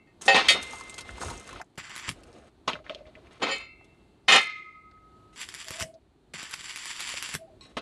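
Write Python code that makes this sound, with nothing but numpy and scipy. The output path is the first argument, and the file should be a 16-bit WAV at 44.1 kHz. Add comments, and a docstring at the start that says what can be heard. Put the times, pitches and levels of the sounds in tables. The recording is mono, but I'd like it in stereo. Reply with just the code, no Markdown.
"""Steel tubes and a stick welder

Square steel tubes are laid down, knocked and lifted on a gravel yard; between, a stick welder sizzles and spits.
Blows ring banks of decaying modes; shaped noise makes the loose steel and gravel, the arc, breeze and far traffic.
A hollow tube hoots as a wavering sine with breath. A two-port pocket microphone hears it all."""
import sys
import numpy as np
from scipy import signal
from scipy.fft import rfft, irfft, next_fast_len
from scipy.io import wavfile
from scipy.ndimage import uniform_filter1d

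SR = 44100
rng = np.random.default_rng(int(sys.argv[2]) if len(sys.argv) > 2 else 0)


def file_out(sig):
    """Save sig as 16-bit WAV at sys.argv[1]."""
    # one column per channel
    cols = np.atleast_2d(sig).T
    # limit, then scale
    lim = np.clip(cols, -1, 1)
    pcm = np.round(lim * 32767).astype(np.int16)
    wavfile.write(sys.argv[1], SR, pcm)


N = 344421
# shares of a left-minus-right figure given to the left and right port
LEFT_RIGHT = np.array([[.5], [-.5]])

# Far traffic and rustle, spectral shape: f/Hz, relative level/dB per Hz
YARD_COLOUR = [(60, -28.5), (100, 3.5), (160, 1.5), (250, 0.5), (380, 4), (500, -8.5), (650, -6.5),
               (1000, -12.5), (1600, -18.5), (2400, -21.5), (4300, -21), (5200, -32), (8300, -30.5),
               (13000, -38.5)]
YARD_DB = -58  # rustle level before its swells
# Breeze on the ports: t/s, level/dB
BREEZE = [(0.0, -68.5), (0.48, -52.5), (0.96, -58.5), (1.15, -43), (1.2, -57), (1.28, -32.5), (1.46, -58),
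          (1.569, -42.5), (1.65, -71), (2.04, -60.5), (2.089, -51.5), (2.65, -65), (2.67, -56),
          (4.39, -61.5), (4.44, -74), (4.96, -60), (6.79, -68.5), (7.81, -58)]
BREEZE_PAN_DB = -11  # left minus right
CALM_DB, GUST_SHARE = -67.5, .4  # above calm, the rustle swells by this share of the gust's dB

# Bending and wall modes of the tube: f/Hz
TUBE_HZ = [425, 549, 683, 782, 1245, 1260.4, 1271, 1345, 1727, 1825, 1856, 2049, 2060, 2081, 2089, 2096,
           2127, 2157, 2200, 2272, 2281, 2452, 2470, 2520, 2563, 2608, 2670, 2680, 2800, 3004, 3122, 3207,
           3246, 3300, 3515, 3650, 3684, 4194, 4288, 4523, 4615, 5010, 6890, 7120, 8955, 1150, 1480, 2864,
           3075, 4360, 4740, 5243, 5658, 5975, 7203]
# The same modes: own t60/s, then level/dB when laid down, tapped, lifted, dropped on the frame
TUBE_MODES = [(0.34, -31, -56.5, -38, -37), (0.16, -19, -37, -29.5, -30.5), (.15, -24, -44.5, -47, -41.5),
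              (0.09, -14.5, -51, -37, -23), (0.052, -38, -47, -42.5, -27.5), (1.6, -62, -61, -59, -37),
              (5.0, -58.5, -61.5, -72, -46.5), (0.34, -38.5, -51, -38, -27.5), (0.5, -39, -64, -61, -29.5),
              (0.18, -33, -38, -46, -26.5), (0.16, -11, -22, -26.5, -20.5), (0.82, -48, -46, -44, -26.5),
              (.12, -33, -19, -46, -36), (0.8, -30.5, -46, -38.5, -32.5), (3, -57, -39, -57.5, -71.5),
              (0.9, -30, -49.5, -57, -27), (0.66, -44, -38.5, -33.5, -27), (0.88, -45.5, -52, -32, -35.5),
              (0.49, -47, -60, -46, -32), (0.12, -32, -19, -22, -31), (.7, -50, -55, -31.5, -35.5),
              (0.73, -45.5, -48.5, -48, -33.5), (.15, -40.5, -39, -44, -19), (.14, -23, -23.5, -42, -36),
              (0.44, -33, -44.5, -28, -22), (0.29, -16.5, -28.5, -33, -27),
              (0.75, -48.5, -55.5, -28.5, -50), (1.3, -32.5, -44, -46, -56), (0.44, -50, -50, -47, -33.5),
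              (0.25, -30.5, -22.5, -30, -21), (0.37, -47, -48, -46, -25.5), (0.17, -41.5, -35, -32, -29),
              (0.074, -30.5, -11.5, -43.5, -25), (0.3, -52, -50.5, -55, -33.5), (.1, -38, -25, -51, -39.5),
              (0.39, -41.5, -36.5, -44.5, -22), (0.35, -36.5, -19, -33, -30),
              (0.43, -39.5, -41.5, -29.5, -28), (0.2, -29.5, -21, -38, -36.5),
              (0.072, -30.5, -16.5, -30, -40.5), (0.068, -26, -18.5, -52, -31.5),
              (0.2, -43, -50, -39, -31.5), (0.13, -43, -25.5, -38, -33.5), (0.12, -35, -47, -29, -26.5),
              (0.08, -37, -21, -42, -41.5), (0.17, -36, -50, -34, -35), (.25, -38.5, -50, -40, -38),
              (0.14, -31.5, -32.5, -36, -23), (0.13, -32, -30.5, -22.5, -23.5), (.28, -37.5, -32, -40, -31),
              (.3, -39.5, -36, -35, -37.5), (0.21, -40.5, -33.5, -40, -38), (0.092, -40, -34, -45.5, -37.5),
              (.09, -40.5, -31.5, -46, -30.5), (0.16, -38, -32.5, -41, -30)]
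# Blows, one list per way of striking: t/s, strength/dB, time in the air before settling/s
BLOWS = [
    [(.072, -48.5, 0.046), (.280, 2, 0.054), (.347, -6, 0.012), (.364, -6, 0.029)],
    [(.487, 3.5, 0.04)],
    [(3.426, -3, 0.0073), (3.49, -9.5, 0.023), (3.514, -2.5, 0.025)],
    [(4.283, 3.5, 0.03), (4.32, 6, 0.027), (4.35, 2.5, 0.035)],
]
# When the last ring of each way of striking is stopped: t/s
LAST_RING_END_S = [.486, 1.632, 4.28, 5.355]
# Peak drive of the modes by loose rattle, per way of striking: level/dB
CHATTER_DB = [-21.5, -61.5, -13, -31.5]
# Tube balance per way of striking: left minus right/dB
TUBE_PAN_DB = [-2.5, -5.5, -1.4, -1.3]
AIR_SHARE = 0.54  # share of the damping spared in the air
SETTLE_S, SETTLE_LOSS = 0.04, 0.8  # while settling, extra loss as a multiple of the usual
OLD_RING_AGE_S, OLD_RING_DB, OLD_RING_END_S = 0.5, 3, 0.19  # an earlier lift still rings at the start

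# Loose steel, gravel and cloth: t/s, level/dB, hold/s, t60/s, thud re clatter/dB, grit re clatter/dB
RATTLE = [(0.211, -47.5, 0.048, 0.034, -3.5, 7), (0.259, -45, 0.022, 0.034, 7, 6),
          (0.2793, -15, 0.0034, 0.19, -14, -61), (0.331, -40.5, 0.033, .1, 6.5, -43),
          (0.344, -19, 0.028, 0.44, -8.5, -62), (0.484, -14.5, 0.0025, 0.2, -43, -3.5),
          (0.502, -37, 0.091, 0.11, -0.5, -16), (0.596, -52, 0.94, .04, 0, -2.5),
          (0.616, -44.5, 0.036, 0.91, -6.5, -1), (0.734, -53.5, 0.075, 0.071, -2, 8),
          (0.979, -37, 0.0059, 0.098, -14, -0.5), (1.205, -45.5, 0.016, 0.72, 7, 7),
          (1.47, -48, 0.13, .04, -0.5, -7), (2.156, -65, 0.33, 0.043, 11.5, -3),
          (2.6762, -26, 0.0034, 0.19, -3.5, -24.5), (2.841, -55, 0.051, 0.13, 0, -30),
          (2.9, -45, 0.0044, 0.29, -6, -23), (3.065, -55.5, .01, 0.2, 4.5, -27),
          (3.139, -67, 0.17, .1, 7, -25), (3.308, -56, 0.08, .05, -1.5, -9),
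          (3.397, -48, 0.022, .05, 9, -22), (3.418, -28, 0.0093, 0.3, 0.5, -38),
          (3.483, -40.5, 0.075, 0.24, -3.5, -9), (4.2807, -16.5, 0.081, 0.23, -11.5, -10),
          (4.451, -44, 0.042, 0.52, -52, -31), (5.327, -61, 0.031, .03, -19, -1),
          (7.607, -58, 0.0037, 0.75, -22, -4.5), (7.654, -69, 0.063, 0.043, 13.5, -7),
          (7.7678, -31, 0.0031, 0.1, 4, -13.5)]
# Thud, knock, clatter and grit bands: f/Hz, width/Hz
RATTLE_BANDS = [(370, 465), (1000, 475), (2600, 2350), (7000, 4000)]
RATTLE_RISE_S = 0.0013
THUD_LINGER, GRIT_LINGER = 0.94, .9  # their decay times as multiples of the clatter's

# Small knocks: t/s, body peak level/dB, body f/Hz, body t60/s, snap re body/dB
KNOCKS = [(0.221, -25, 6670, 0.032, 1), (.364, -12.5, 825, .012, 2), (.505, -20.5, 547, 0.053, -20),
          (.548, -23, 580, 0.072, -19.5), (0.628, -23, 8700, 0.054, -2), (0.733, -27.5, 990, 0.14, -1),
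          (.897, -26, 7250, 0.028, 2), (0.943, -24.5, 4730, 0.013, 0), (.982, -28, 4900, 0.039, -8),
          (1.009, -30.5, 4500, 0.064, 6), (0.779, -43, 1190, 0.043, -1), (.81, -28.5, 1120, 0.027, 3),
          (1.092, -24.5, 1590, 0.013, -27), (1.182, -31, 970, 0.013, 1), (1.215, -23, 1200, 0.15, -5),
          (1.234, -22.5, 835, 0.028, -13), (1.284, -28, 1150, 0.045, 0), (1.301, -29.5, 890, 0.23, 2.5),
          (1.378, -26, 6560, 0.0048, -15), (1.491, -31.5, 1340, 0.1, -2), (1.529, -33, 1020, 0.056, 0),
          (1.56, -31, 1190, 0.046, -16), (1.60, -30.5, 780, 0.074, -18), (1.615, -25, 1520, 0.017, -3.5),
          (1.644, -54, 7020, 0.011, 2.5), (2.235, -48, 5500, 0.05, 11), (2.329, -44.5, 4530, 0.071, -0.5),
          (2.6797, -13.5, 1130, 0.015, -5.5), (2.699, -22.5, 1020, 0.042, -10.5),
          (2.733, -16, 2700, 0.0062, -33), (2.755, -25.5, 1450, 0.0097, -31.5),
          (2.79, -40, 1240, 0.018, -30), (2.865, -31, 1810, 0.044, -28), (2.896, -20, 2820, 0.029, -27),
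          (2.897, -28, 1300, 0.025, -26.5), (2.948, -23.5, 3470, 0.0085, -27),
          (3.055, -45.5, 2144, 0.091, -20), (3.153, -34, 2080, 0.033, -25), (3.27, -42.5, 2230, 0.043, -7),
          (3.635, -43, 1360, 0.018, -16), (3.811, -46, 787, 0.018, -30), (3.811, -47.5, 1815, 0.017, -20),
          (3.844, -54.5, 3500, 0.13, 4.5), (3.946, -56.5, 1590, .02, -2.5), (4.08, -62, 2960, 0.025, 1),
          (4.913, -49, 4220, 0.021, -9), (4.915, -49, 1615, .02, -19), (4.974, -54, 1707, 0.035, -20),
          (5.941, -44.5, 4900, 0.044, -9), (7.771, -29, 770, 0.014, 1.5)]
KNOCK_THUD_DB = -16  # relative to the body

# Burns of the arc: strike t/s, catch t/s, break t/s
BURNS_S = [(1.776, 1.778, 2.092), (5.36, 5.41, 5.822), (6.336, 6.34, 6.542), (6.553, 6.58, 7.352)]
# Each burn: base level/dB, swell/dB, catch flare/dB, break flare/dB, base treble lift/dB,
# growl lift (about 0.4 to 2.4 kHz)/dB, left minus right/dB
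ARC = [(-49, 8, 10, 9, -8.5, 7.5, 0), (-49, 7.5, 9.5, 12, 0.5, 0.6, 0), (-45, 1.2, 7, 9.5, -3.5, 4, -1),
       (-41.5, 5.5, -3.5, -1.5, -0.5, 0.4, -0.7)]
# Sizzle, spectral shape: f/Hz, relative level/dB per Hz
ARC_COLOUR = [(290, -18.5), (600, -22.5), (1090, -6), (1320, -8), (2070, -1.5), (3320, -2), (4100, -9),
              (4470, -3), (5300, -4.5), (6500, -12.5), (7300, -2.5), (8800, -8.5), (10100, -7),
              (12600, -19), (15000, -22)]
# Boom of gas in each burn: level/dB at the catch, level/dB just before the break
BOOM_DB = [(-40, -30), (-66, -31.5), (-39, -63), (-51, -31)]
CATCH_S, BREAK_S = 0.036, 0.019  # time constants of the flares
DIE_T60_S, BREAK_TREBLE_DB = 0.019, 4  # sizzle's decay after the break; treble added at the break
# Loud spits of metal: t/s, body peak level/dB, thump re body before a common lift/dB
SPITS = [(1.7565, -49, -38), (1.78, -24.5, -5.5), (1.858, -41, -40), (1.8961, -32, -12), (1.955, -26, -38),
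         (1.963, -19.5, -25), (1.9795, -23, -38), (1.9978, -29, -23), (2.017, -39, -40),
         (2.0917, -13, -26.5), (2.114, -26, -39), (5.4024, -27, -27), (5.414, -23, -40), (5.419, -26, -25),
         (5.489, -23, -27), (5.541, -23, -30), (5.548, -22, -25), (5.59, -33, -40), (5.645, -28.5, -40),
         (5.676, -33, -40), (5.684, -20, -30), (5.7066, -17.5, -14.5), (5.759, -28, -40),
         (5.7995, -14.5, -27), (5.8084, -15.5, -29), (5.825, -14, -20), (6.34, -24, -14),
         (6.43, -20.5, -17), (6.495, -33, -40), (6.5113, -23.5, -40), (6.5393, -21.5, -23),
         (6.64, -37, -15), (6.7036, -42, -28), (6.7601, -18, -28), (6.774, -24, -36), (6.81, -32, -42),
         (6.857, -18, -34), (6.9988, -20, -25), (7.006, -17.5, -38), (7.0914, -18.5, -40),
         (7.1398, -25.5, -7), (7.2256, -13.5, -27), (7.2907, -21, -19.5), (7.3258, -33, -19),
         (7.341, -14.5, -31), (7.351, -13, -18)]
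SPIT_HISS_DB, THUMP_LIFT_DB = 3, 2.5  # hiss relative to the body; lift common to all thumps
SMALL_SPITS_PER_S, SMALL_SPIT_DB, SMALL_SPIT_SPREAD_DB = 6, -50, 5  # spread is plus or minus
SMALL_THUMP_DB = -20  # relative to the body, before the common lift

# Air in a hollow tube, puff by puff: t/s, nominal length/s, pitch f/Hz, level/dB before flutter
HOOT = [(2.736, 0.035, 602.5, -36), (2.784, 0.031, 605.5, -43), (2.865, 0.026, 606.4, -49.5),
        (2.9, 0.013, 602, -23.5), (2.92, 0.011, 619, -37), (2.955, 0.016, 602.6, -34.5),
        (2.982, 0.022, 606, -43), (3.005, 0.013, 600.7, -33.5), (3.025, 0.069, 618.4, -47),
        (3.163, 0.023, 627.5, -49.5), (5.642, 0.06, 649, -49.5), (5.718, 0.061, 643, -45),
        (5.768, 0.076, 666.5, -40.5), (5.821, 0.073, 647, -44), (5.927, 0.042, 652, -44.5),
        (7.378, 0.07, 650, -45), (7.469, 0.028, 782, -48.5), (7.5, 0.045, 632, -50.5)]
# Modes of the electrode rod: f/Hz, t60/s, level/dB
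ROD_MODES = [(1082, 0.76, -9), (2480, 0.18, -10.5), (2820, 0.57, -17), (3904, 0.22, -2), (4200, 0.12, 1.5),
             (4230, 0.15, -6), (5470, 0.24, -8), (7800, .15, -14)]
# The rod touches the steel: t/s, strength/dB
TICKS = [(7.61, -45), (7.652, -51.5)]
TOP_HZ = 15900  # the microphone's steep cut-off


def undb(db):
    """Decibels to an amplitude factor."""
    return 10 ** (np.asarray(db) / 20)


def unit(x):
    """Scale to an RMS of 1."""
    return x / np.sqrt(np.mean(x ** 2))


def band(x, hz, width):
    """Two-pole-pair band-pass around hz."""
    low = np.sqrt(hz ** 2 + width ** 2 / 4) - width / 2
    high = min(low + width, .48 * SR)
    return signal.sosfilt(signal.butter(2, [low, high], "bandpass", fs=SR, output="sos"), x)


def colour(x, points):
    """Shape the spectrum by (Hz, dB) points on a log axis."""
    hz, db = np.transpose(points)
    f = np.arange(x.shape[-1] // 2 + 1) * SR / x.shape[-1]
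    gain = undb(np.interp(np.log(f + 1), np.log(hz), db))
    return irfft(rfft(x) * gain, x.shape[-1])


def walk(rate):
    """Random levels, slewed from one to the next each 1 / rate s; RMS 1."""
    k = int(SR / rate)
    steps = np.repeat(rng.standard_normal(N // k + 1), k)
    return unit(uniform_filter1d(steps, k)[:N])


def grains(rate, spread_db, hiss):
    """Random clicks of very unequal size over a steady hiss."""
    hits = rng.random(N) < rate / SR
    size = undb(spread_db * np.minimum(rng.exponential(size=N), 3.5))
    clicks = hits * size * rng.standard_normal(N)
    return unit(unit(clicks) + hiss * rng.standard_normal(N))


def burst(hz, width, t60, crack=11.0, size=6000):
    """A dying puff of noise in one band, peak 1."""
    noise = rng.standard_normal(size)
    noise[0] = crack  # the first contact stands out of the noise
    decay = undb(-60 * np.arange(size) / SR / max(t60, .002))
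    y = band(noise * decay, hz, width)
    return y / np.abs(y).max()


def add(out, s, y):
    """Lay y into out from s seconds on."""
    i = int(s * SR)
    out[..., i:i + y.shape[-1]] += y[..., :N - i]


def ring(push, hz, t60, sign=1):
    """One decaying mode; the ports tend to differ more in phase and size the higher it is."""
    pole = np.exp((2j * np.pi * hz - np.log(1000) / t60) / SR)
    z = signal.lfilter([1], [1, -pole], push)
    phase = .62 + .18 * rng.standard_normal()
    size = .17 * rng.standard_normal()
    apart = (hz + 700) / 4000 * (1j * phase + size)
    return sign * np.imag(z * np.exp(apart * np.array([[-1], [1]])))


def ports(x, pan_db, lag, scatter, wet_db, t60=0.028):
    """The left port hears lag samples later; the housing scatters treble phase; ground and wall add a tail."""
    n = next_fast_len(N + 8192)
    f = np.arange(n // 2 + 1) * SR / n
    knots = rng.standard_normal(90)
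    wander = np.interp(f, np.linspace(0, SR / 2, 90), knots)
    turn = 2 * np.pi * f * lag / SR + scatter * np.minimum(f / 5000, 1) * wander
    direct = np.exp(.5j * turn * np.array([[-1], [1]]))
    t = np.arange(8192) / SR
    tail = rng.standard_normal((2, 8192)) * undb(-60 * t / t60) * (t > .003)
    tail *= undb(wet_db) / np.sqrt(np.sum(tail ** 2, axis=1, keepdims=True))
    reflected = rfft(tail, n) * np.minimum(0.19 + f / 1500, 1)  # thinner in the bass
    both = irfft(rfft(x, n) * (direct + reflected), n)[:, :N]
    return both * undb(LEFT_RIGHT * pan_db)


def yard():
    """Far traffic and rustle, more alike at both ports in the bass; breeze buffets each port alone."""
    breeze_db = np.interp(np.arange(N) / SR, *np.transpose(BREEZE))
    mid, side = colour(rng.standard_normal((2, N)), YARD_COLOUR)
    high_pass = signal.butter(2, 700, "high", fs=SR, output="sos")
    side = 0.41 * side + signal.sosfilt(high_pass, 2.0 * side)
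    swell_db = GUST_SHARE * np.maximum(breeze_db - CALM_DB, 0)
    far = unit(mid + side * np.array([[1], [-1]])) * undb(YARD_DB + swell_db + 1.2 * walk(5.1))
    breeze = np.array([unit(band(rng.standard_normal(N), 61, 45)) for _ in range(2)])
    return far + breeze * undb(breeze_db + LEFT_RIGHT * BREEZE_PAN_DB)


def old_ring():
    """The lifted tube's modes, already partly decayed, fade out at the start."""
    push = np.zeros(int(OLD_RING_END_S * SR))
    push[0] = undb(OLD_RING_DB)
    modes = 0
    for hz, (t60, *db) in zip(TUBE_HZ, TUBE_MODES):
        modes = modes + undb(db[2] - 60 * OLD_RING_AGE_S / t60) * ring(push, hz, t60)
    fade = np.hanning(2 * len(push))[len(push):] ** 0.28
    return fade * modes


def tube(shake):
    """Blows and chatter ring the modes, longer while in the air; the next contact stops them, and the last ring
    of each way ends abruptly at a set time."""
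    out = np.zeros((2, N))
    for way, blows in enumerate(BLOWS):
        stops = [blow[0] for blow in blows[1:]] + [LAST_RING_END_S[way]]
        for (s, blow_db, air_s), stop in zip(blows, stops):
            a, b = int(s * SR), int(stop * SR) + 100
            push = shake[a:b] / np.abs(shake[a:b]).max() * undb(CHATTER_DB[way])
            push[0] += 1  # the blow itself
            i = np.arange(b - a)
            age = i / SR
            spared = AIR_SHARE * np.minimum(age, air_s) - SETTLE_LOSS * np.clip(age - air_s, 0, SETTLE_S)
            edges = np.minimum(np.minimum(i / 12, i[::-1] / 200), 1)  # contact takes a moment
            modes = 0
            for k, (hz, (t60, *db)) in enumerate(zip(TUBE_HZ, TUBE_MODES)):
                sign = (-1) ** k  # neighbours start opposed
                modes = modes + undb(db[way] + 60 * spared / t60) * ring(push, hz, t60, sign)
            out[:, a:b] += undb(blow_db + TUBE_PAN_DB[way] * LEFT_RIGHT) * edges * modes
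    add(out, 0, old_ring())
    return band(out, 2600, 16000)


def rattle():
    """Dense grains in four bands; each stir rises, holds and dies. Also returns the clatter's raw shake."""
    t = np.arange(N) / SR
    power = np.zeros((4, N))
    for s, db, hold, t60, thud_db, grit_db in RATTLE:
        a, b = int(s * SR), int((s + hold + 2 * t60) * SR)
        rise = np.minimum((t[a:b] - s) / RATTLE_RISE_S, 1)
        since = np.maximum(t[a:b] - s - hold, 0)
        tone_db = np.array([[thud_db], [0.5 + 0.41 * thud_db], [0], [grit_db]])
        linger = np.array([[THUD_LINGER], [THUD_LINGER ** 0.15], [1], [GRIT_LINGER]])
        power[:, a:b] += (rise * undb(db + tone_db - 60 * since / t60 / linger)) ** 2
    force = np.sqrt(power)
    grit = grains(2500, 0.66, 1.2) * undb(2.0 * walk(40))
    specks = grit + 1.0 * grains(120, 1.6, 0.01)  # single stones click above the rustle
    sources = [grit, grit * undb(2.0 * walk(90)), grit, specks]
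    bands = []
    for source, (hz, width) in zip(sources, RATTLE_BANDS):
        bands.append(unit(band(band(source, hz, width), hz, 3.9 * width)))
    return np.sum(force * bands, axis=0), force[2] * grit


def knocks():
    """Short contacts of steel, stone and board: a coloured body, a bright snap, a thud."""
    out = np.zeros(N)
    for s, db, hz, t60, snap_db in KNOCKS:
        body = burst(hz, 0.38 * hz, t60)
        snap = undb(snap_db) * burst(4500, 6600, 0.3 * t60, 4.5)
        thud = undb(KNOCK_THUD_DB) * burst(250, 350, 0.073)
        add(out, s, undb(db) * (body + snap + thud))
    return out


def spit(thump_db):
    """A spit of metal: a short body, a shorter hiss and a thump of gas."""
    body = burst(2200, 3320, 0.0081, 6.5)
    hiss = undb(SPIT_HISS_DB) * burst(6900, 6500, 0.0048, 4.6)
    thump = undb(thump_db + THUMP_LIFT_DB) * burst(206, 450, 0.019, 6.9)
    return body + hiss + thump


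def sizzle():
    """Boiling metal: tiny shorts as gusty, coloured crackle, level set in the middle band."""
    crackle = grains(1200, 1.6, 1.1)
    fry = colour(crackle * undb(2.54 * walk(60) + 1.2 * walk(11)), ARC_COLOUR)
    return fry / np.sqrt(np.mean(band(fry, 1760, 2880) ** 2))


def arc():
    """Each burn shapes the sizzle with flares at catch and break; spits and booms of gas lie over it."""
    t = np.arange(N) / SR
    gain, lift, growl, pan, spits = np.zeros((5, N))
    small = []
    for (strike, catch, end), settings, booms in zip(BURNS_S, ARC, BOOM_DB):
        db, swell_db, catch_db, break_db, treble_db, growl_db, pan_db = settings
        lit = t >= strike
        breaking = np.exp(-np.maximum(end - t, 0) / BREAK_S)
        shape_db = swell_db * np.clip((t - strike) / (end - strike), 0, 1)
        shape_db += catch_db * np.exp(-np.abs(t - catch) / CATCH_S)
        shape_db += break_db * breaking
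        shape_db -= 60 * np.maximum(t - end, 0) / DIE_T60_S
        gain += lit * undb(db + shape_db)
        lift[lit] = (treble_db + BREAK_TREBLE_DB * breaking)[lit]
        growl[lit], pan[lit] = growl_db, pan_db
        for s, boom_db in zip((catch, end - BREAK_S / 2), booms):
            add(spits, s, undb(boom_db) * burst(120, 112, 0.14))
        for place, size in rng.random((int(SMALL_SPITS_PER_S * (end - strike)), 2)):
            level_db = SMALL_SPIT_DB + 2 * SMALL_SPIT_SPREAD_DB * (size - .5)
            small.append((strike + place * (end - strike), level_db, SMALL_THUMP_DB))
    fry = sizzle()
    treble = (undb(lift) - 1) * band(fry, 10000, 10000)
    low = (undb(growl) - 1) * band(fry, 990, 2040)
    burning = gain * (fry + treble + low)
    for s, peak_db, thump_db in SPITS + small:
        add(spits, s, undb(peak_db) * spit(thump_db))
    both = ports(burning, 0, 1.52, 0.81, -10.5, 0.21) + ports(spits, -1.8, 1.0, 1.0, -2.5, 0.078)
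    return both * undb(pan * LEFT_RIGHT)


def hoot():
    """A narrow air resonance blown in uneven, breathy puffs: a wavering sine plus band noise."""
    puffs, hz = np.zeros(N), np.zeros(N)
    for s, span, pitch_hz, db in HOOT:
        add(puffs, s, undb(db) * np.hanning(int(1.42 * span * SR)) ** 0.52)
        hz[int(s * SR):] = pitch_hz
    phase = 2 * np.pi * np.cumsum(hz) / SR + 0.53 * walk(70)
    air = unit(band(rng.standard_normal(N), 602, 168))
    return puffs * ((1 + 0.42 * walk(90)) * np.sin(phase) + 0.18 * air)


def rod():
    """Light ticks of the electrode on steel ring the rod's modes."""
    push = np.zeros(N)
    for s, db in TICKS:
        push[int(s * SR)] = undb(db)
    return sum(undb(db) * ring(push, hz, t60) for hz, t60, db in ROD_MODES)


def scene():
    """Sum every source at the two ports."""
    loose, shake = rattle()
    contacts = ports(loose + knocks() + hoot(), -0.24, 1.6, 1.0, -3.5)
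    return yard() + tube(shake) + contacts + arc() + rod()


def record(dry):
    """The microphone rounds the loudest peaks, droops in the top octave and is cut off steeply."""
    rounded = np.tanh(0.79 * dry) / 1.139
    dull = signal.sosfilt(signal.butter(4, 11500, fs=SR, output="sos"), rounded)
    return signal.sosfilt(signal.ellip(10, .2, 80, TOP_HZ, fs=SR, output="sos"), dull)


dry = scene()
out = record(dry)
file_out(out)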